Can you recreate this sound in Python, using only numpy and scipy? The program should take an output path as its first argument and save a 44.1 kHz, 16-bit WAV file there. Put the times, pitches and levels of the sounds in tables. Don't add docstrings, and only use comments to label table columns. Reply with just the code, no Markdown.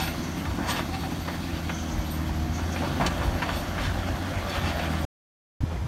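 import sys
import numpy as np
from scipy import signal
from scipy.fft import rfft, irfft
from scipy.io import wavfile
from scipy.ndimage import uniform_filter1d, map_coordinates

SR = 44100
rng = np.random.default_rng(int(sys.argv[2]) if len(sys.argv) > 2 else 0)


def bounce(signal):
    frames = np.transpose(np.atleast_2d(signal))
    limited = np.clip(frames, -1, 1)
    pcm = np.round(limited * 32767).astype(np.int16)
    wavfile.write(sys.argv[1], SR, pcm)


N = 258867
T = np.arange(N) / SR
HZ = np.fft.rfftfreq(N, 1 / SR)

# frequency_hz, density_db (per Hz)
WIND_SPECTRUM = [(15, -44), (28, -17), (45, 3), (62, 4.5), (85, 3), (130, -8), (250, -31), (600, -58.5)]
# peak_s, level_db, half_length_s
WIND_GUSTS = [(0.514, -30.5, 0.047), (0.657, -38.5, 0.034), (1.032, -39, .025), (1.54, -32, 0.015),
              (1.98, -25.5, 0.038), (2.393, -33, 0.14), (3.046, -31.5, 0.098), (3.28, -25, 0.068),
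              (3.6, -32.5, 0.089), (3.9, -27, 0.088), (4.136, -28, 0.031), (4.395, -34, 0.055),
              (4.654, -32, 0.058), (5.8, -29.5, 0.048)]
# frequency_hz, density_db (per Hz)
FAR_SPECTRUM = [(50, -23), (100, -10.5), (165, -2.5), (230, -17), (400, -19.5), (800, -20.5), (1500, -26.5),
                (3000, -33.5), (6000, -38.5), (9000, -48), (12500, -47), (15500, -64)]
# peak_s, level_db, pitch_hz, half_length_s
SOFT_BUMPS = [(5.608, -23.5, 80, 0.015), (5.639, -12, 96, 0.0033), (5.636, -19, 224, 0.0022),
              (5.854, -21.5, 142, 0.0061)]
# peak_s, pitch_hz, level_db, half_length_s
BRIEF_TONES = [(0.01, 765, -31, 0.018), (0.947, 767, -33.5, 0.028), (1.056, 775, -36, 0.018),
               (2.46, 717, -42, 0.15), (4.504, 4490, -45, 0.018), (4.495, 5320, -44, .008),
               (5.772, 2040, -40.5, 0.0035)]
# start_s, length_s, level_db
OPENINGS = [(-.1, 0.54, -56), (.88, .22, -57), (1.65, 0.426, -55), (2.497, 0.37, -53.5)]
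# start_s, level_db, length_s (four times the time to the peak)
PIN_SQUEAKS = [(0, -38.5, .13), (.36, -49, .1), (0.68, -43, .14), (1.33, -52, .07), (2.1, -42, .09),
               (2.61, -57.5, .06), (3.164, -54, .06), (3.55, -43.5, .09), (4.54, -51, .1),
               (4.986, -49, .07)]
# frequency_hz, width_hz, level_db
PIN_MODES = [(4500, 140, -14.5), (8830, 1400, -8), (12010, 180, -3.5), (13070, 200, -17)]
# frequency_hz, density_db (per Hz)
HULL_SPECTRUM = [(50, -24), (100, -10.5), (140, 2.5), (190, 0.5), (260, 2), (345, -3), (410, -12.5),
                 (600, -44), (1500, -49.5)]
# time_s, level_db
HULL_LEVEL = [(0, -34.5), (.75, -35), (1.5, -38), (2.3, -38.5), (2.9, -33), (3.5, -35), (4.3, -37),
              (4.75, -34.5), (5.05, -36.5)]
# frequency_hz, density_db (per Hz)
SOIL_SPECTRUM = [(250, -33), (440, -7), (570, 8), (730, 8), (950, -3), (1300, 1.5), (1650, -1.5),
                 (2100, -9), (3500, -12.5), (8000, -56)]
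# time_s, level_db
SOIL_LEVEL = [(0, -42.5), (.75, -44.5), (1.15, -45), (2.5, -45), (2.8, -37.5), (3.6, -37), (4.15, -37.5),
              (4.6, -35), (5.05, -39)]
# frequency_hz, density_db (per Hz)
GRIT_SPECTRUM = [(700, -24), (1600, -4), (2300, -1.5), (3200, 0), (4100, -4.5), (4500, -2.5), (5000, -10),
                 (6500, -12.5), (7800, -15.5), (9000, -13), (10400, -19), (11800, -17.5), (13500, -21.5),
                 (16000, -25)]
# time_s, level_db (before GRIT_TRIM_DB)
GRIT_LEVEL = [(0, -41), (.5, -44.5), (1.35, -42.5), (2.45, -47), (2.95, -41), (3.9, -45.5), (4.4, -43),
              (5.05, -42)]
# frequency_hz, density_db (per Hz)
STEEL_SPECTRUM = [(100, -10), (280, 9.5), (430, 10.5), (700, 10.5), (950, 7), (1450, 4), (1950, -1.5),
                  (3200, -3.5), (4500, -10), (6500, -12), (8500, -16), (10500, -20.5), (12000, -18.5),
                  (16000, -28)]
# frequency_hz, width_hz, gain_db (negative for a dip)
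SHOE_PEAKS_AND_DIPS = [(744, 26, 3), (2370, 23, -0.5), (3390, 53, -0.5), (4490, 100, 9.5), (4800, 35, -7.5),
                       (5240, 50, 5.5), (8280, 60, 3), (8200, 70, 6.5), (9390, 60, 3), (9130, 68, 13)]
# start_s, level_db, centre_hz, t60_s
TRACK_CLANKS = [(0.073, -28, 2400, .15), (0.452, -27.5, 1180, .12), (0.587, -36, 900, 0.45),
                (0.79, -22.5, 1470, 0.089), (1.032, -33, 1830, 0.14), (1.276, -28.5, 1500, .17),
                (1.691, -26.5, 1500, .12), (2.197, -36, 1200, .1), (2.292, -32, 1200, .1),
                (2.582, -29, 1220, .14), (2.759, -26, 1583, .12), (2.819, -31, 1092, 0.47),
                (2.997, -24.5, 1025, 0.14), (3.009, -20, 1103, 0.15), (3.042, -27, 800, .2),
                (3.062, -20.5, 4150, .08), (3.107, -32.5, 1100, .1), (3.418, -23, 1680, 0.14),
                (3.488, -26.5, 1505, .15), (3.779, -28, 1685, .1), (4.494, -35, 6020, .07),
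                (4.632, -37, 1100, .1), (4.79, -29, 2210, 0.15), (4.931, -33, 1300, .2)]
# peak_s, level_db, centre_hz, half_length_s
TRACK_SCRAPES = [(-0.013, -29.5, 3400, 0.059), (0.663, -36, 1500, 0.059), (0.705, -27.5, 4500, 0.018),
                 (0.77, -32, 3220, 0.032), (0.949, -36, 2800, 0.011), (3.065, -31, 1208, 0.031),
                 (3.229, -29, 1244, 0.023), (3.55, -39, 3700, 0.064), (3.846, -34, 3220, 0.041),
                 (4.557, -32.5, 2460, 0.037), (4.678, -33.5, 2740, 0.035), (4.83, -34.5, 2300, 0.028)]
# time_s, pitch_hz
TURBO_PITCH = [(0, 12500), (1.2, 12200), (1.7, 11940), (2.05, 11800), (2.35, 12400), (2.65, 13000),
               (3, 12620), (3.5, 12500), (4.2, 12370), (5.05, 11950)]
# frequency_hz, density_db (per Hz)
KNOCK_SPECTRUM = [(300, -6.5), (700, 3), (1000, 1.5), (1400, -2.5), (2100, -8.5), (3100, -24.5),
                  (5100, -13.5), (6000, -11.5), (7500, -19), (10400, -33), (11400, -19), (12500, -22),
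                  (14000, -30.5), (16000, -32)]
# time_s, firing_rate_hz
FIRING_RATE = [(0, 82), (.2, 83), (.45, 88.5), (1, 85.5), (1.4, 85), (2.05, 78.3), (2.45, 79.7),
               (2.75, 83.5), (3.1, 85.5), (3.4, 84.5), (3.7, 87.5), (4.1, 88.5), (4.45, 93), (4.85, 81),
               (5.05, 80)]
# multiple of the firing rate, level_db (on the drone level or the overtone level)
EXHAUST_ORDERS = [(1, 0), (2, -7), (2.5, -16), (3, -12), (3.5, -20), (4, -11.5)]
# time_s, level_db
DRONE_LEVEL = [(0, -34.5), (.45, -37.5), (1.4, -35), (2.3, -29.5), (2.65, -26.5), (3, -35.5), (4.1, -30.5),
               (4.5, -35), (5, -28), (5.87, -31)]

SILENCE_START_S, SILENCE_END_S, FADE_S = 5.052, 5.605, .002
BREEZE_DB, BREEZE_SWING_DB = -41.5, 4
VALVE_LEAK_DB, VALVE_RAMP_S = -63, 0.06
HULL_KICK_DB, HULL_DB_PER_OCTAVE = -6, -11.5
GRIT_TRIM_DB = -1.0
FREE_HZ, OVERTONES_DB, LUG_DB_PER_HZ = 85, -32.5, .8
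TURBO_DB = -61
EDGE_HZ = 15800


def amp(db):
    return 10 ** (np.asarray(db) / 20)


def evened(x):
    return x / np.sqrt(np.mean(x ** 2) + 1e-20)


def curve(rows):
    s, values = np.transpose(rows)
    return np.interp(T, s, values)


def colour(x, points, extra_db=0):
    hz, db = np.transpose(points)
    shape_db = np.interp(np.log(HZ + 1), np.log(hz), db)
    return evened(irfft(rfft(x) * amp(shape_db + extra_db), N))


def noise_band(hz, width):
    bell = 1 / (1 + ((HZ - hz) / width * 2) ** 2)
    return evened(irfft(rfft(rng.standard_normal(N)) * bell, N))


def drift(hz):
    lowpass = np.exp(-(HZ / hz) ** 2) * (HZ > 0)
    return evened(irfft(rfft(rng.standard_normal(N)) * lowpass, N))


def grains(per_s, spread_db):
    size = amp(spread_db * np.minimum(rng.exponential(1, N), 4))
    hit = rng.random(N) < per_s / SR
    return evened(size * rng.standard_normal(N) * hit)


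def swell(s, half):
    return np.exp(-np.minimum(((T - s) / half) ** 2, 50) / 2)


def strike(s, t60, rise_s):
    decay = amp(-60 * np.clip((T - s) / t60, 0, 3))
    return decay * np.clip((T - s) / rise_s, 0, 1)


def panel_ripple(depth_db=2.46, spacing_hz=45):
    heights = rng.standard_normal(2048)
    return depth_db * np.interp(HZ / spacing_hz, np.arange(len(heights)), heights)


def shoe_response():
    return sum(db / (1 + (2 * (HZ - hz) / width) ** 2) for hz, width, db in SHOE_PEAKS_AND_DIPS)


def wind():
    eddies = colour(rng.standard_normal(N), WIND_SPECTRUM)
    eddies /= np.sqrt(uniform_filter1d(eddies ** 2, size=3000) + .05)
    breeze = amp(BREEZE_DB + BREEZE_SWING_DB * drift(27))
    gust_power = sum((amp(db) * swell(s, half)) ** 2 for s, db, half in WIND_GUSTS)
    return np.sqrt(breeze ** 2 + gust_power) * eddies


def behind_rim(firings, bed_db=-38, clatter_db=-39.5, clatter_s=5.73, half_s=0.033):
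    bed = amp(bed_db) * colour(rng.standard_normal(N), FAR_SPECTRUM, panel_ripple())
    treble_loss_db = -4 * np.log2(1 + HZ / 700)
    clatter = colour(grains(3000, 1.6), STEEL_SPECTRUM, treble_loss_db)
    out = exhaust(firings, shade_db=-9) + bed
    out += amp(clatter_db) * swell(clatter_s, half_s) * clatter
    for s, db, hz, half in SOFT_BUMPS:
        out += amp(db) * swell(s, half) * np.cos(2 * np.pi * hz * (T - s))
    return out


def brief_tones():
    wobble_rad = .5 * drift(70)
    return sum(amp(db) * swell(s, half) * np.sin(2 * np.pi * hz * T + wobble_rad)
               for s, hz, db, half in BRIEF_TONES)


def valve(hz=6100, width_hz=1150, flutter_db=4.1):
    flow = np.zeros(N)
    for s, length, db in OPENINGS:
        flow += amp(db) * np.clip(np.minimum(T - s, s + length - T) / VALVE_RAMP_S, 0, 1)
    return np.hypot(amp(VALVE_LEAK_DB), flow) * amp(flutter_db * drift(25)) * noise_band(hz, width_hz)


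def pins():
    envelope = np.zeros(N)
    for s, db, length in PIN_SQUEAKS:
        u = np.maximum(T - s, 0) / length * 4
        envelope += amp(db) * u * np.exp(1 - u)
    return envelope * sum(amp(db) * noise_band(hz, width) for hz, width, db in PIN_MODES)


def hulls(t60=0.3, rise_s=0.017):
    kick_power = np.zeros(N)
    for s, db, hz, _ in TRACK_CLANKS:
        kick_db = db + HULL_KICK_DB + HULL_DB_PER_OCTAVE * np.log2(hz / 1000)
        kick_power += (amp(kick_db) * strike(s, t60, rise_s)) ** 2
    crawl = amp(curve(HULL_LEVEL) + drift(6.6))
    return np.sqrt(crawl ** 2 + kick_power) * colour(grains(4000, 0.69), HULL_SPECTRUM)


def running_gear():
    soil_gain = amp(curve(SOIL_LEVEL) + 0.61 * drift(30))
    soil = soil_gain * colour(grains(9000, 2.8), SOIL_SPECTRUM, panel_ripple())
    grit_gain = amp(curve(GRIT_LEVEL) + GRIT_TRIM_DB + 0.81 * drift(30))
    grit_body_db = 0.15 * shoe_response() + panel_ripple()
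    grit = grit_gain * colour(grains(20000, 1.4), GRIT_SPECTRUM, grit_body_db)
    return hulls() + soil + grit


def track_blows(hump_db=18, hump_octaves=1.32, rise_s=0.0037, wall_db=-13, wall_s=.06):
    blows = [(amp(db) * strike(s, t60, rise_s), hz) for s, db, hz, t60 in TRACK_CLANKS]
    blows += [(amp(db) * swell(s, half), hz) for s, db, hz, half in TRACK_SCRAPES]
    centres = np.geomspace(750, 6000, 6)
    body_db = shoe_response() + panel_ripple()
    out = np.zeros(N)
    for centre, pick in zip(centres, np.eye(len(centres))):
        power = sum(np.interp(np.log(hz), np.log(centres), pick) * envelope ** 2
                    for envelope, hz in blows)
        octaves = np.log2((HZ + 1) / centre)
        hump = hump_db * np.exp(-(octaves / hump_octaves) ** 2 / 2)
        out += np.sqrt(power) * colour(grains(12000, 1.7), STEEL_SPECTRUM, body_db + hump)
    dulled = signal.lfilter([.3], [1, -.7], out)
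    return out + amp(wall_db) * np.interp(T - wall_s, T, dulled, left=0)


def shifting(x, patchy_db=1.5, patch_hz=300, patch_s=.06):
    hz, t, z = signal.stft(x, SR, nperseg=512)
    field = rng.standard_normal((512, 512))
    at = np.meshgrid(hz / patch_hz, t / patch_s, indexing="ij")
    patches = evened(map_coordinates(field, at, order=1, mode="wrap"))
    return signal.istft(z * amp(patchy_db * patches), SR, nperseg=512)[1][:N]


def turbo(flutter_db=5.5, jitter_hz=90):
    hz = curve(TURBO_PITCH) + jitter_hz * drift(150)
    phase = 2 * np.pi * np.cumsum(hz) / SR
    return amp(TURBO_DB + flutter_db * drift(18)) * np.sin(phase)


def crank_firings():
    return np.cumsum(curve(FIRING_RATE) * (1 + 0.0058 * drift(11.8))) / SR


def diesel_knock(firings, knock_db=-42, uneven=0.099):
    pulse = 2.2 + np.exp(-(firings % 1) / 0.69)
    gate = pulse * (1 + uneven * np.cos(np.pi * firings / 2))
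    return amp(knock_db + drift(23)) * colour(gate * rng.standard_normal(N), KNOCK_SPECTRUM)


def exhaust(firings, shade_db=0, waver_db=1.0):
    line_db = curve(DRONE_LEVEL)
    overtones_db = OVERTONES_DB + shade_db + LUG_DB_PER_HZ * (FREE_HZ - curve(FIRING_RATE))
    out = np.zeros(N)
    for order, db in EXHAUST_ORDERS:
        level_db = line_db if order == 1 else overtones_db + waver_db * drift(4)
        out += amp(level_db + db) * np.cos(2 * np.pi * (order * firings + rng.random()))
    return out


def scene():
    firings = crank_firings()
    engine = exhaust(firings) + diesel_knock(firings) + turbo()
    pit = engine + shifting(valve() + running_gear() + track_blows()) + pins()
    before = np.clip((SILENCE_START_S - T) / FADE_S, 0, 1)
    after = np.clip((T - SILENCE_END_S) / FADE_S, 0, 1)
    both = (before + after) * (wind() + brief_tones())
    return (before * pit + after * behind_rim(firings) + both)[None]


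def record(dry):
    lowpass = signal.firwin(511, EDGE_HZ, window=("kaiser", 9), fs=SR)
    return signal.oaconvolve(dry, lowpass[None], "same")


dry = scene()
out = record(dry)
bounce(out)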